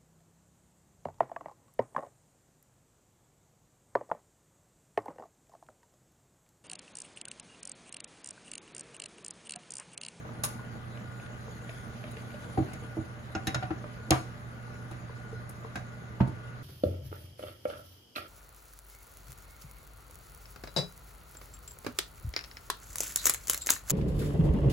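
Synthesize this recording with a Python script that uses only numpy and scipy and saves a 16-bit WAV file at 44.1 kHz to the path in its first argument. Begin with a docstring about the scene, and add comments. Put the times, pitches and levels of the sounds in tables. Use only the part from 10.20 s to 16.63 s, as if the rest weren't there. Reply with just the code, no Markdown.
"""Syrup simmering on a gas stove

Thick syrup plops, spits and fizzes (ringing pot modes, short bubble tones, patchy noise) over the soft
burner rush (coloured noise) and an appliance humming at twice the mains rate (wavering, beating tones).
Now and then things knock on a counter or steel ware clinks (noise bursts and decaying modes); the small
kitchen answers by convolution with decaying taps. Two microphone ports hear it."""
import sys
import numpy as np
from scipy import signal
from scipy.fft import rfft, irfft
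from scipy.io import wavfile
from scipy.ndimage import uniform_filter1d

SR = 44100
rng = np.random.default_rng(int(sys.argv[2]) if len(sys.argv) > 2 else 0)


def generate_wav(signal):
    """Clip the signal to [-1, 1] and save it as 16-bit WAV at the path in sys.argv[1]."""
    frames = np.transpose(np.atleast_2d(signal))
    scaled = np.clip(frames, -1, 1) * 32767
    pcm = np.round(scaled).astype(np.int16)
    wavfile.write(sys.argv[1], SR, pcm)


N = 283563


def gain_of(db):
    """Amplitude factor of a level in dB."""
    return 10 ** (np.asarray(db) / 20)


def evened(x):
    """Scales to rms 1."""
    return x / np.sqrt(np.mean(x ** 2) + 1e-20)


def smoothed(x, width, axis=-1):
    """Moving average run twice."""
    return uniform_filter1d(uniform_filter1d(x, width, axis), width, axis)


def read(points, hz, column=1):
    """Interpolates a table column over log frequency."""
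    rows = np.array(points)
    return np.interp(np.log(hz + 1), np.log(rows[:, 0] + 1), rows[:, column])


def add(mix, s, sound):
    """Adds a two-row sound at s seconds, cut at the end of the mix."""
    part = mix[:, round(s * SR):][:, :sound.shape[1]]
    part += sound[:, :part.shape[1]]


def coloured(x, spectrum):
    """Filters x by a table of f/Hz, gain/dB."""
    hz = np.fft.rfftfreq(x.shape[1], 1 / SR)
    return irfft(rfft(x) * gain_of(read(spectrum, hz)), x.shape[1])


def patchy_noise(spectrum, patchy_db, flicker_db):
    """Two draws of noise that share drifting time-frequency patches and a wide flicker; rms 1."""
    frames = N // 128 + 5
    patches = uniform_filter1d(rng.standard_normal((257, frames)), 6, 0)
    patches = evened(uniform_filter1d(patches, 20, 1))
    flicker = evened(uniform_filter1d(rng.standard_normal(frames), 5))
    z = rng.standard_normal((2, 257, frames)) + 1j * rng.standard_normal((2, 257, frames))
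    z = z * gain_of(patchy_db * patches + flicker_db * flicker)
    x = signal.istft(z, nperseg=512, noverlap=384)[1]
    return evened(coloured(x[:, :N], spectrum))


def rings(modes, t, rise_s, scatter_db, tilt_db=0, rattle=0, detune=0.017, grain_s=0.00076):
    """A struck body: each blow excites its modes unevenly, loose contact roughens them; peak 1."""
    hz, db, t60 = np.array(modes).T[:, :, None]
    level_draw, pitch_draw = rng.standard_normal((2, 2, len(modes), 1))
    chatter = evened(smoothed(rng.standard_normal((2, len(modes), len(t))), round(grain_s * SR)))
    tilt = tilt_db * np.log2(hz / hz.min())  # tilt_db is per octave
    level_db = db + tilt + scatter_db * level_draw - 60 * t / t60
    waves = (1 + rattle * chatter) * np.sin(2 * np.pi * hz * (1 + detune * pitch_draw) * t)
    x = (gain_of(level_db) * waves).sum(1) * (1 - np.exp(-t / rise_s))
    return x / abs(x).max()


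def burst(spectrum, t, t60, rise_s=0.0011):
    """A dying puff of coloured noise, roughened by loose contacts after the first."""
    x = coloured(rng.standard_normal((2, len(t))), [(100, -85)] + spectrum + [(20000, -68)])
    x = evened(x) / 2
    contacts = evened(uniform_filter1d(rng.standard_normal(len(t)), 90))
    ragged = gain_of(3.2 * contacts * np.minimum(t / .004, 1))
    return x * ragged * gain_of(-60 * t / t60) * (1 - np.exp(-(t / rise_s) ** 2))


def bubble(hz, cycles, glide):
    """A gas cavity rings a few cycles, rising in pitch from hz as it opens."""
    u = np.arange(round(4 * cycles / hz * SR)) / SR * hz / cycles
    envelope = np.exp(-1.6 * u) * (1 - np.exp(-30 * u))
    return np.sin(2 * np.pi * cycles * (u + glide * u ** 2 / 2)) * envelope


def swarm(grains, per_s, spread_db):
    """Random train of grains of mixed shapes, a few of them large; rms 1."""
    size = gain_of(spread_db * np.minimum(rng.exponential(1, N), 5))
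    size = size * (rng.random(N) < per_s / SR)
    kind = rng.integers(0, len(grains), (2, N))  # shapes drawn apart for each row
    trains = [signal.oaconvolve(size * (kind == k), g[None], axes=1)[:, :N] for k, g in enumerate(grains)]
    return evened(sum(trains))


def appliance():
    """A firm hum, wavering casing tones, and two close whines that beat slowly."""
    # tones: f/Hz, rms level/dB, waver bandwidth/Hz
    hum_tones = [(120, -45, 2), (593, -61.5, 12), (1185, -59.5, 31), (2015, -64.5, 70)]
    whine_hz, whine_db = 1443, -58.5
    beat_hz, beat_top_s, beat_share = 1.694, 0.38, .85
    t, out = np.arange(N) / SR, np.zeros((2, N))
    for hz, db, width_hz in hum_tones:
        r = np.exp(-np.pi * width_hz / SR)
        noise = rng.standard_normal((2, N)) + 1j * rng.standard_normal((2, N))
        waver = signal.lfilter([1 - r], [1, -r], noise)
        steady = 2.17 / width_hz * np.array([[1], [1j]])  # rows in quadrature
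        tone = (steady + waver / abs(waver).mean() * 0.21) * np.exp(2j * np.pi * hz * t)
        out += gain_of(db) * evened(tone.real)
    beat = 1 + beat_share * np.exp(2j * np.pi * beat_hz * (t - beat_top_s))
    drift_rad = 0.78 * evened(uniform_filter1d(rng.standard_normal(N), 1500))
    flutter = gain_of(3 * evened(smoothed(rng.standard_normal(N), 600)))
    whine = beat * flutter * np.exp(1j * (2 * np.pi * whine_hz * t + drift_rad))
    return out + gain_of(whine_db) * evened(whine.real)


def burner():
    """Soft gas rush: low-weighted noise with slight patches and flicker."""
    # spectrum: f/Hz, relative density/dB
    rush_spectrum = [(12, -49), (25, -0.5), (45, 0.5), (85, 2.5), (170, -3), (300, -14), (520, -13),
                     (860, -20), (1500, -13.5), (2050, -24), (2750, -32.5), (4100, -33), (9000, -51)]
    rush_db = -46
    return gain_of(rush_db) * patchy_noise(rush_spectrum, patchy_db=0.56, flicker_db=0.15)


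def kitchen(x):
    """Room answer: sparse taps of random sign, each band dying at its own speed."""
    # room bands: f/Hz, t60/s, relative level/dB
    room_bands = [(100, .24, -5), (400, .3, -3), (1500, .26, -4), (5000, .42, -14), (12000, .36, -13)]
    taps = np.zeros((2, SR // 2))
    at = np.arange(300, SR // 2 - 20, 20) + rng.integers(0, 20, (2, (SR // 2 - 301) // 20))
    np.put_along_axis(taps, at, rng.choice([-1., 1.], at.shape), 1)
    hz, t, z = signal.stft(taps, SR, nperseg=256)
    decay = gain_of(-60 * t / read(room_bands, hz)[:, None])
    tail = signal.istft(z * decay, SR, nperseg=256)[1]
    tail = coloured(tail / np.linalg.norm(tail[0]), [(f, db) for f, _, db in room_bands])
    return signal.fftconvolve(x, tail, axes=1)[:, :N]


def clinks():
    """Steel touches steel: a broad crack rings the ware briefly and leaves a bright sheen."""
    # contacts: t/s, click level/dB, sheen level/dB, favoured ring f/Hz, second ring f/Hz,
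    # sheen t60/s, ring over click/dB
    contacts = [(0.2355, -35, -18, 6610, 4460, 0.11, 11), (1.91, -68, -42, 6460, 5120, 0.056, 0),
                (2.533, -47, -36.5, 5120, 6610, 0.033, -4), (3.1492, -41, -69, 2760, 5400, 0.035, 11),
                (3.27, -35, -28, 3830, 7400, 0.045, 13), (3.3446, -36, -34, 4000, 5500, 0.035, 13),
                (3.9063, -9.5, 0.5, 6560, 4560, 0.0075, -2), (4.7107, -56, -49, 3990, 2540, 0.093, 7),
                (5.2917, -63, -39.5, 6600, 5500, 0.083, -2), (5.5546, -42.5, -45, 2400, 3830, 0.075, 4),
                (6.074, -59.5, -47.5, 3880, 6610, 0.082, 8)]
    # steel utensil modes: f/Hz, relative level/dB, t60/s before the extra damping below
    ware_modes = [(2540, 4, 0.07), (2760, 3, 0.1), (3420, -5, 0.07), (3830, 1, 0.11), (4150, -2, 0.08),
                  (5120, 0, 0.07), (5500, -2, 0.07), (6340, -3, 0.05), (6610, -1, 0.08)]
    # sheen spectrum: f/Hz, relative density/dB
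    sheen_spectrum = [(7900, -8), (9300, 3.5), (10400, -3.5), (11500, -5.5), (12600, -11), (14400, -10),
                      (16000, -20)]
    t, out = np.arange(SR // 6) / SR, np.zeros((2, N))
    for s, click_db, sheen_db, *favoured_hz, t60, ring_db in contacts:
        struck = []
        for f, db, ring_s in ware_modes:
            octaves_off = abs(np.log2(f / np.array(favoured_hz))).min()
            struck.append((f, db - 20 * octaves_off, ring_s))
        ring = rings(struck, t, 0.0012, 1.5, rattle=0.35, detune=0.004, grain_s=0.0022)
        ring = ring * gain_of(ring_db - 14 * t / t60)
        crack = burst([(1200, -3), (4500, 0), (7000, 2.5), (8200, -8)], t, 2.2 * t60)
        sheen = burst(sheen_spectrum, t, t60)
        add(out, s, gain_of(click_db) * (ring + crack) + gain_of(sheen_db) * sheen)
    return out


def knocks():
    """Clack of the object, the board's ringing modes, then the whole counter's thud."""
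    # blows: t/s, thud level/dB, board level/dB, clack reference level/dB, clack ring f/Hz,
    # ring over clack reference/dB, thud lag/s, thud tilt/(dB/octave)
    blows = [(0.237, -42, -40, -26.5, 1185, 0, 0.004, 6), (2.3745, -21, -19, -26.5, 764, -17, 0.0071, 3),
             (2.3988, -20.5, -49, -43, 920, -13, 0.00069, 1), (2.5312, -34, -39, -42, 2120, -2, 0.0057, 2),
             (2.7692, -25.5, -26.5, -38.5, 664, 4, 0.02, -3), (3.15, -28.5, -25, -29, 1428, 4, 0.012, 13),
             (3.27, -22.5, -29, -23.5, 1805, -3, 0.009, -0.5),
             (3.3442, -26.5, -30.5, -24, 1455, 0, 0.013, 1), (3.425, -31.5, -29, -29.5, 1412, -2, 0.014, 3),
             (3.5049, -29, -22, -32.5, 1335, 0.5, 0.0066, -7),
             (3.9061, -17.5, -14.5, -19.5, 2375, -9, 0.0067, -1),
             (3.9206, -30, -27, -15.5, 1153, -8.5, 0.0065, 6),
             (4.7111, -37.5, -37.5, -38, 1200, -2, 0.0059, 15),
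             (5.5554, -32.5, -34, -30.5, 1590, 1.5, 0.0052, 8.5),
             (6.0031, -11.5, -25.5, -23, 919, 0, 0.00536, 11.5),
             (6.0751, -27.5, -40, -41, 867, 6, 0.0014, 1)]
    # counter as a whole: f/Hz, relative level/dB, t60/s before damping
    thud_modes = [(95.7, -5.5, 0.12), (133.2, -5, 0.13), (161.6, -11, 0.049), (198.4, -8.5, 0.046)]
    # board: f/Hz, relative level/dB before tilt, t60/s
    board_modes = [(325, 1, 0.095), (430, -9, 0.05), (539, -6, 0.05), (620, -3, 0.07), (690, -3, 0.06),
                   (765, -1, 0.11)]
    ring_t60_s = 0.082
    hard_per_db = 1.5  # board tilt in dB/octave per dB of clack over thud
    t, out = np.arange(SR // 4) / SR, np.zeros((2, N))
    damping = gain_of(-4.5 * t / ring_t60_s)  # a hand or a soft surface shortens the thud
    for s, thud_db, board_db, clack_db, hz, ring_db, lag_s, thud_tilt_db in blows:
        tilt_db = hard_per_db * (clack_db - thud_db)
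        clack_spectrum = [(0.047 * hz, -12), (hz, 0), (1.41 * hz, -4), (3.2 * hz, -18)]
        clack = 0.8 * burst(clack_spectrum, t, 1.5 * ring_t60_s, rise_s=0.001)
        ring = gain_of(ring_db) * rings([(hz, 0, ring_t60_s)], t, 0.00064, 0, rattle=0.57)
        board = rings(board_modes, t, 0.0021, 3.2, tilt_db, rattle=0.54, grain_s=0.0093)
        thud = rings(thud_modes, t, 0.0054, 3.3, thud_tilt_db) * damping
        add(out, s, gain_of(clack_db) * (clack + ring))
        add(out, s, gain_of(board_db) * board)
        add(out, s + abs(lag_s), gain_of(thud_db) * thud)
    return out


def simmer():
    """Bursting bubbles ring the pot, small pops tick at the surface, and the froth fizzes."""
    # boil course: t/s, gurgle level/dB, fizz level/dB
    boil_course = [(0, -49, -60.5), (1.102, -53, -59.5), (1.45, -52, -57.5), (2.45, -49, -56),
                   (2.9, -51.5, -60.5), (6.43, -56.5, -62)]
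    # single large bubbles: t/s, plop level/dB, plop start f/Hz, spit level/dB, spit start f/Hz
    large_bubbles = [(0.05, -47, 457, -37.5, 910), (0.092, -42, 620, -36.5, 1180),
                     (0.394, -35.5, 1040, -51, 1100), (0.774, -41.5, 593, -42, 3000),
                     (0.999, -44, 720, -42, 2390), (1.062, -47, 1780, -44, 3050),
                     (1.2808, -42.5, 467, -41, 960), (1.493, -37, 640, -32, 2420),
                     (1.84, -37, 620, -35.5, 2350), (1.969, -42, 460, -36.5, 2550),
                     (2.105, -50, 600, -40, 2300), (2.143, -38.5, 590, -41, 2820),
                     (3.6415, -35.5, 594, -34, 1200), (4.895, -43, 460, -39, 1000),
                     (5.129, -34, 443, -40, 1040), (5.447, -38, 450, -34, 1050)]
    # pot air and wall modes: f/Hz, relative level/dB, t60/s
    pot_modes = [(218.3, 1, 0.058), (297.3, -1, 0.047), (455.6, -1.5, 0.046), (620.5, -2.5, 0.041),
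                 (774, -4.5, 0.041), (1010, -4.5, 0.023)]
    # froth spectrum: f/Hz, relative density/dB
    fizz_spectrum = [(300, -69), (1500, 13), (2500, 7.5), (4100, 4), (5500, -1.5), (6900, 5), (7750, -9),
                     (8700, 3), (10300, 0.5), (12400, -8), (13800, 2), (15000, -57), (16000, -12)]
    course_s, gurgle_db, fizz_db = np.transpose(boil_course)
    t = np.arange(N) / SR
    plops = [rings(pot_modes, t[:3000], 0.0012, 5.0, detune=.05)[0] for _ in range(10)]
    pops = [bubble(hz, 2.3, 0.15) for hz in np.geomspace(600, 2600, num=8)]
    ticks = [bubble(hz, 0.25, 0.13) for hz in np.geomspace(3000, 14000, num=6)]
    popping = swarm(pops, per_s=300, spread_db=3)
    gurgle = swarm(plops, per_s=330, spread_db=2.9) + gain_of(-9.5) * popping
    ticking = evened(coloured(swarm(ticks, per_s=1800, spread_db=0.43), fizz_spectrum))
    fizz = patchy_noise(fizz_spectrum, patchy_db=4.0, flicker_db=0.99) + gain_of(-7.0) * ticking
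    out = gain_of(np.interp(t, course_s, gurgle_db)) * gurgle
    out += gain_of(np.interp(t, course_s, fizz_db)) * fizz
    for s, plop_db, hz, spit_db, spit_hz in large_bubbles:
        plop = np.outer([1, 1], bubble(hz, 6.7, 0.004))
        spit = np.outer([1, 1], bubble(spit_hz, 3.5, 0.039))
        spray_spectrum = [(.4 * spit_hz, -12), (spit_hz, 0), (1.8 * spit_hz, -20)]
        spray = burst(spray_spectrum, t[:2000], 0.03, rise_s=.0004)
        add(out, s, gain_of(plop_db) * plop)
        add(out, s, gain_of(spit_db) * spit)
        add(out, s, gain_of(spit_db) * spray)
    return out


def scene():
    """Row one is what both ports share, row two what only the right one hears."""
    hum, rush = appliance(), burner()
    sources = clinks() + knocks() + simmer()
    return sources + kitchen(sources) + rush + hum


def record(dry):
    """The right port gets a phase-turned share of the left; then the band limit."""
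    # port pair: f/Hz, likeness/(0-1), left over right/dB
    port_pair = [(60, 0.87, 1.5), (143, 0.9, -5), (286, 0.5, 1.5), (915, 0.35, 2), (2010, 0.16, 1),
                 (3300, 0.26, 0), (5500, 0, -2.5), (6300, 0.33, -4), (7400, 1, 5), (11000, 0.97, -1)]
    right_lead_s, turn_rad, turn_hz = .000217, -8.9, 1150  # right leads; phase turns back around turn_hz
    edge_hz = 16400
    hz = np.fft.rfftfreq(N, 1 / SR)
    same = np.clip(read(port_pair, hz), 0, 1)
    phase = 2 * np.pi * hz * right_lead_s + turn_rad * hz ** 2 / (hz ** 2 + turn_hz ** 2)
    left, own = rfft(dry)
    right = same * np.exp(1j * phase) * left + np.sqrt(1 - same ** 2) * own
    tilt = gain_of(read(port_pair, hz, column=2) / 2)
    vent = hz ** 2 / (hz ** 2 + 40 ** 2)  # the capsules lose the deepest bass
    ports = irfft(np.array([left * tilt, right / tilt]) * vent, N)
    lowpass = signal.firwin(511, edge_hz, window=("kaiser", 9), fs=SR)
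    return signal.oaconvolve(ports, lowpass[None], "same")


dry = scene()
out = record(dry)
generate_wav(out)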